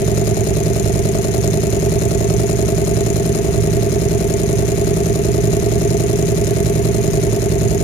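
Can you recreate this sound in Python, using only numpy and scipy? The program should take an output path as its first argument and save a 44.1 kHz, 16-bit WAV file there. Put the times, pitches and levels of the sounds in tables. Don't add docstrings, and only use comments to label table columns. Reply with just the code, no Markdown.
import sys
import numpy as np
from scipy import signal
from scipy.fft import rfft, irfft, next_fast_len
from scipy.io import wavfile
from scipy.ndimage import uniform_filter1d

SR = 44100
rng = np.random.default_rng(int(sys.argv[2]) if len(sys.argv) > 2 else 0)


def wrap_up_sound(samples):
    columns = np.atleast_2d(samples).T
    tamed = np.clip(columns, -1, 1)
    steps = np.round(tamed * 32767).astype(np.int16)
    wavfile.write(sys.argv[1], SR, steps)


N = 345303
TIME = np.arange(N) / SR

# t/s, crank speed/rpm
IDLE_SPEED = [(0, 1230.8), (1.07, 1234.4), (2.28, 1259.8), (3.09, 1256.6), (3.38, 1263.9), (4.38, 1260.2),
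              (5.22, 1275.2), (6, 1278.1), (7.83, 1248)]
# crank angle/deg, then level/dB into the low, middle and high body modes
BLOWS = [(1.017, 50.6, 43.1, 37.64), (28.97, 10.0, 34.5, 27.7), (96.08, 34.2, 37.5, 25.4),
         (143.6, 45.3, 38, 29.3), (212.2, 12, 34.7, 27.6), (293.76, 48.5, 44.05, 34.7),
         (346.9, 17, 31.8, 30.3), (363.06, 38, 31.7, 24), (444, 15, 39.5, 11), (584.4, 49.3, 23.8, 25.8)]


def from_db(db):
    return 10 ** (np.asarray(db) / 20)


def unit_rms(x):
    return x / np.sqrt(np.mean(x ** 2) + 1e-20)


def colour(x, spectrum, keep_power=True):
    size = next_fast_len(N + SR // 4)
    hz, level_db = np.transpose(spectrum)
    log_f = np.log(np.arange(size // 2 + 1) * SR / size + 1)
    gain = from_db(np.interp(log_f, np.log(hz), level_db, right=-100 if keep_power else None))
    return irfft(rfft(x, size) * (unit_rms(gain) if keep_power else gain), size)[..., :N]


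def drift(rate_hz):
    knots = rng.standard_normal(400)
    return np.interp(TIME * rate_hz, np.arange(len(knots)), knots)


def resonance(x, hz, width_hz):
    r = np.exp(-np.pi * width_hz / SR)
    feedback = [1, -2 * r * np.cos(2 * np.pi * hz / SR), r * r]
    return signal.lfilter(np.array([1, 0, -1]) * (1 - r * r) / 2, feedback, x + 1e-18)


def crank():
    t = np.arange(-SR // 4, N + SR // 4, 40) / SR
    cycles = np.cumsum(np.interp(t, *np.transpose(IDLE_SPEED))) * (t[1] - t[0]) / 120
    first_cycle_s = .0786
    return t, cycles - np.interp(first_cycle_s, t, cycles)


def onsets(degrees, jitter_ms):
    t, cycles = crank()
    passes = np.interp(np.arange(-1, int(cycles[-1])) + degrees / 720, cycles, t)
    return np.round(SR * (passes + jitter_ms / 1000 * rng.standard_normal(len(passes)))).astype(int)


def add(track, starts, bursts):
    at = starts[:, None] + np.arange(bursts.shape[-1])
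    inside = (at >= 0) & (at < N)
    track[at[inside]] += bursts[inside]


def air_and_oil(rumble_left_db, rumble_right_db, coherence, hiss_db):
    # f/Hz, relative level/dB
    rumble_spectrum = [(20, -20), (35, -20), (55, -3), (100, -1), (170, -2), (260, -13.5), (420, -15.5),
                       (700, -17), (1000, -27.5), (1500, -72)]
    hiss_spectrum = [(500, -3.5), (900, -3.5), (1400, -3.5), (2000, 1), (2600, -1), (3400, -4), (4700, -8),
                     (5800, -4), (6650, -1), (7900, -14.5), (9700, -2.5), (12000, -12.5), (15500, -18)]
    common = np.sqrt(coherence) * rng.standard_normal(N)
    draught = common + np.sqrt(1 - coherence) * rng.standard_normal((2, N))
    rumble = from_db([[rumble_left_db], [rumble_right_db]]) * colour(draught, rumble_spectrum)
    return rumble + from_db(hiss_db) * colour(rng.standard_normal((2, N)), hiss_spectrum)


def fan_throb(turns_per_cycle, waver_db):
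    # harmonic number, left level/dB, right level/dB
    harmonics = [(2, -45, -34.5), (3, -31, -28.5), (5, -34, -18.5), (7, -30, -48.5), (10, -32, -46)]
    angle = 2 * np.pi * turns_per_cycle * np.interp(TIME, *crank())
    throb = np.zeros((2, N))
    for order, left_db, right_db in harmonics:
        level_db = np.array([[left_db], [right_db]]) + waver_db * drift(rate_hz=10)
        throb += np.sqrt(2) * from_db(level_db) * np.sin(order * angle + 2 * np.pi * rng.random())
    return throb


def firing_hum(level_db, firings_per_cycle):
    phase = 2 * np.pi * firings_per_cycle * np.interp(TIME, *crank())
    return np.sqrt(2) * from_db(level_db) * np.sin(phase)


def tick_envelope(t_ms, swell_ms, rattle_db=-10, decay_ms=9.8):
    contact_power = np.exp(-(t_ms / swell_ms) ** 2)
    rattle = from_db(rattle_db) * np.exp(-np.maximum(t_ms, 0) / decay_ms)
    rattle_onset = (1 + np.tanh(t_ms / swell_ms)) / 2
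    return np.sqrt(contact_power + rattle ** 2 * rattle_onset)


def valve_ticks(clack_db, ring_db, sizzle_db, ring_width_hz=910, jitter_ms=.22, uneven_db=.97):
    # crank angle/deg, swell t/ms, clack, ring and sizzle level/dB, ring f/Hz
    contacts = [(16.78, 0.97, -32, -27, -30, 6660), (42.03, 3.6, -31, -30.5, -27, 6550),
                (143.3, 1.4, -31.5, -27.5, -27.5, 6760), (195.3, 1.28, -30.5, -27.5, -29.5, 6780),
                (274.6, 0.9, -31, -21, -23.5, 6710), (301.4, 0.9, -32, -53, -41, 6500),
                (340, 0.81, -44.5, -30.5, -34.5, 6570), (480, 1.16, -33, -26.5, -31.5, 6400),
                (525.4, 1.5, -34.5, -25, -28, 6520), (591, 1.7, -38, -33.5, -30.5, 6550),
                (632.4, 2, -30.5, -31, -34, 6790), (699.3, 1.5, -26.5, -25, -29.5, 6680)]
    # f/Hz, relative level/dB
    clack_spectrum = [(700, -18), (1200, -2.5), (1500, -7), (2500, -6.5), (3600, -8.5), (4150, 2.5),
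                      (4600, -7), (5400, 0.5), (5900, -5.5), (6500, -20)]
    sizzle_spectrum = [(7000, -15.5), (7800, -10), (8500, -5), (8900, -7), (9650, -0.5), (10300, -5),
                       (10600, -3), (11500, -8.5), (13000, -10.5), (15500, -16)]
    right_loss_db = (5, 2.5, 2)
    grain_db, lead = 2.0, SR // 125
    t_ms = 1000 * np.arange(-lead, 3 * lead) / SR
    ring_gain = np.sqrt(2 * SR / np.pi / ring_width_hz)
    tracks = np.zeros((3, 2, N))
    for degrees, swell_ms, *parts_db, hz in contacts:
        at = onsets(degrees, jitter_ms) - lead
        rebounds = rng.standard_normal((3, 2, len(at), len(t_ms)))
        roughness = unit_rms(uniform_filter1d(rng.standard_normal((len(at), len(t_ms))), size=16))
        grains = unit_rms(from_db(grain_db * roughness))
        force = from_db(uneven_db * rng.standard_normal((len(at), 1)))
        bursts = rebounds * grains * force * tick_envelope(t_ms, swell_ms)
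        bursts[1] = ring_gain * resonance(resonance(bursts[1], hz, ring_width_hz), hz, ring_width_hz)
        for part, (part_db, loss_db) in enumerate(zip(parts_db, right_loss_db)):
            add(tracks[part, 0], at, from_db(part_db) * bursts[part, 0])
            add(tracks[part, 1], at, from_db(part_db - loss_db) * bursts[part, 1])
    clack, ring, sizzle = tracks
    return (from_db(clack_db) * colour(clack, clack_spectrum) + from_db(ring_db) * ring
            + from_db(sizzle_db) * colour(sizzle, sizzle_spectrum))


def engine_bay(x, t60_s, wet_db):
    t = TIME[:SR // 8]
    tail = rng.standard_normal((2, len(t))) * from_db(-60 * t / t60_s)
    tail /= np.sqrt(np.sum(tail ** 2, axis=1, keepdims=True))
    return x + from_db(wet_db) * signal.fftconvolve(x, tail, axes=1)[:, :N]


def block_knocks(middle_db, high_db, level_db, jitter_ms=.03, uneven_db=.6):
    # f/Hz, bandwidth/Hz, level/dB
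    modes = [(120, 44.8, -18), (179.2, 70.6, -14.5), (216.4, 28.6, -19), (315, 153, -27.5), (359, 14, -22),
             (379.2, 71.2, -4), (419.1, 48.6, 0.5), (438.2, 15.3, -3.5), (550, 91, -15.5),
             (619.4, 17.3, -5.5), (675.8, 23.9, 2.5), (896, 15, -16.5), (1122, 19, -22), (1232, 28, -24)]
    band_edges_hz = (260, 480)
    drive = np.zeros((3, N))
    for degrees, *strengths_db in BLOWS:
        at = onsets(degrees, jitter_ms)
        for track, strength_db in zip(drive, strengths_db):
            add(track, at, from_db(strength_db + uneven_db * rng.standard_normal((len(at), 1))))
    drive[1:] *= from_db([middle_db, high_db])
    ringing = np.zeros(N)
    for k, (hz, width_hz, mode_db) in enumerate(modes):
        band = np.searchsorted(band_edges_hz, hz)
        polarity = (-1) ** (k + 1)
        ringing += polarity * from_db(mode_db) * resonance(drive[band], hz, width_hz)
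    return from_db(level_db) * ringing


def combustion_crack(crack_db, decay_ms, slap_db, slap_hz, slap_width_hz):
    # f/Hz, relative level/dB
    crack_spectrum = [(500, -12), (650, -1), (800, -6), (1000, -14), (1250, -3), (1600, -15), (3000, -18)]
    at = onsets(BLOWS[0][0], jitter_ms=0)
    crack, impulses = np.zeros((2, N))
    t_ms = 1000 * TIME[:SR // 40]
    add(crack, at, rng.standard_normal((len(at), len(t_ms))) * np.exp(-t_ms / decay_ms))
    add(impulses, at, np.ones((len(at), 1)))
    slap = resonance(resonance(impulses, slap_hz, slap_width_hz), slap_hz, slap_width_hz)
    return from_db(crack_db) * colour(crack, crack_spectrum) + from_db(slap_db) * slap


def shadowed_port(x, lag_ms):
    # f/Hz, level/dB relative to the left
    shadow = [(100, 1.5), (200, -0.5), (400, -0.5), (620, -2), (800, -5.5), (1100, -5.5), (2000, 2.5),
              (2600, 0), (3150, -12.5), (6000, -5.5), (7200, -8.5), (8100, -16), (10200, -3.5), (15500, 0)]
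    return np.interp(TIME - lag_ms / 1000, TIME, colour(x, shadow, keep_power=False))


def scene():
    # t/s, relative crack level/dB
    harshness = [(0, 1.5), (2.9, 1.5), (3.3, -2.5), (6.9, -2), (7.5, -2.5)]
    harsh_db = np.interp(TIME, *np.transpose(harshness))
    rpm = np.interp(TIME, *np.transpose(IDLE_SPEED))
    middle_db = -1.47 + .035 * (rpm - rpm.mean())
    knocks = block_knocks(middle_db, high_db=-4.0 + .17 * harsh_db, level_db=-.88)
    crack = combustion_crack(crack_db=-24, decay_ms=2.15, slap_db=28.5, slap_hz=652, slap_width_hz=147)
    ticks = from_db(.21 * harsh_db) * valve_ticks(clack_db=.13, ring_db=-.26, sizzle_db=-.23)
    ticks = engine_bay(ticks, t60_s=.068, wet_db=-11.0)
    air = air_and_oil(rumble_left_db=-30.5, rumble_right_db=-21.0, coherence=.45, hiss_db=-34.5)
    left, right = air + ticks + knocks + from_db(harsh_db) * crack
    ports = np.array([left, shadowed_port(right, lag_ms=.31)])
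    fan = fan_throb(turns_per_cycle=2.174, waver_db=.8)
    return ports + fan + firing_hum(level_db=-40.5, firings_per_cycle=5)


def record(dry):
    cutoff_hz = 15700
    return signal.sosfilt(signal.ellip(10, .2, 80, cutoff_hz, fs=SR, output="sos"), dry)


dry = scene()
out = record(dry)
wrap_up_sound(out)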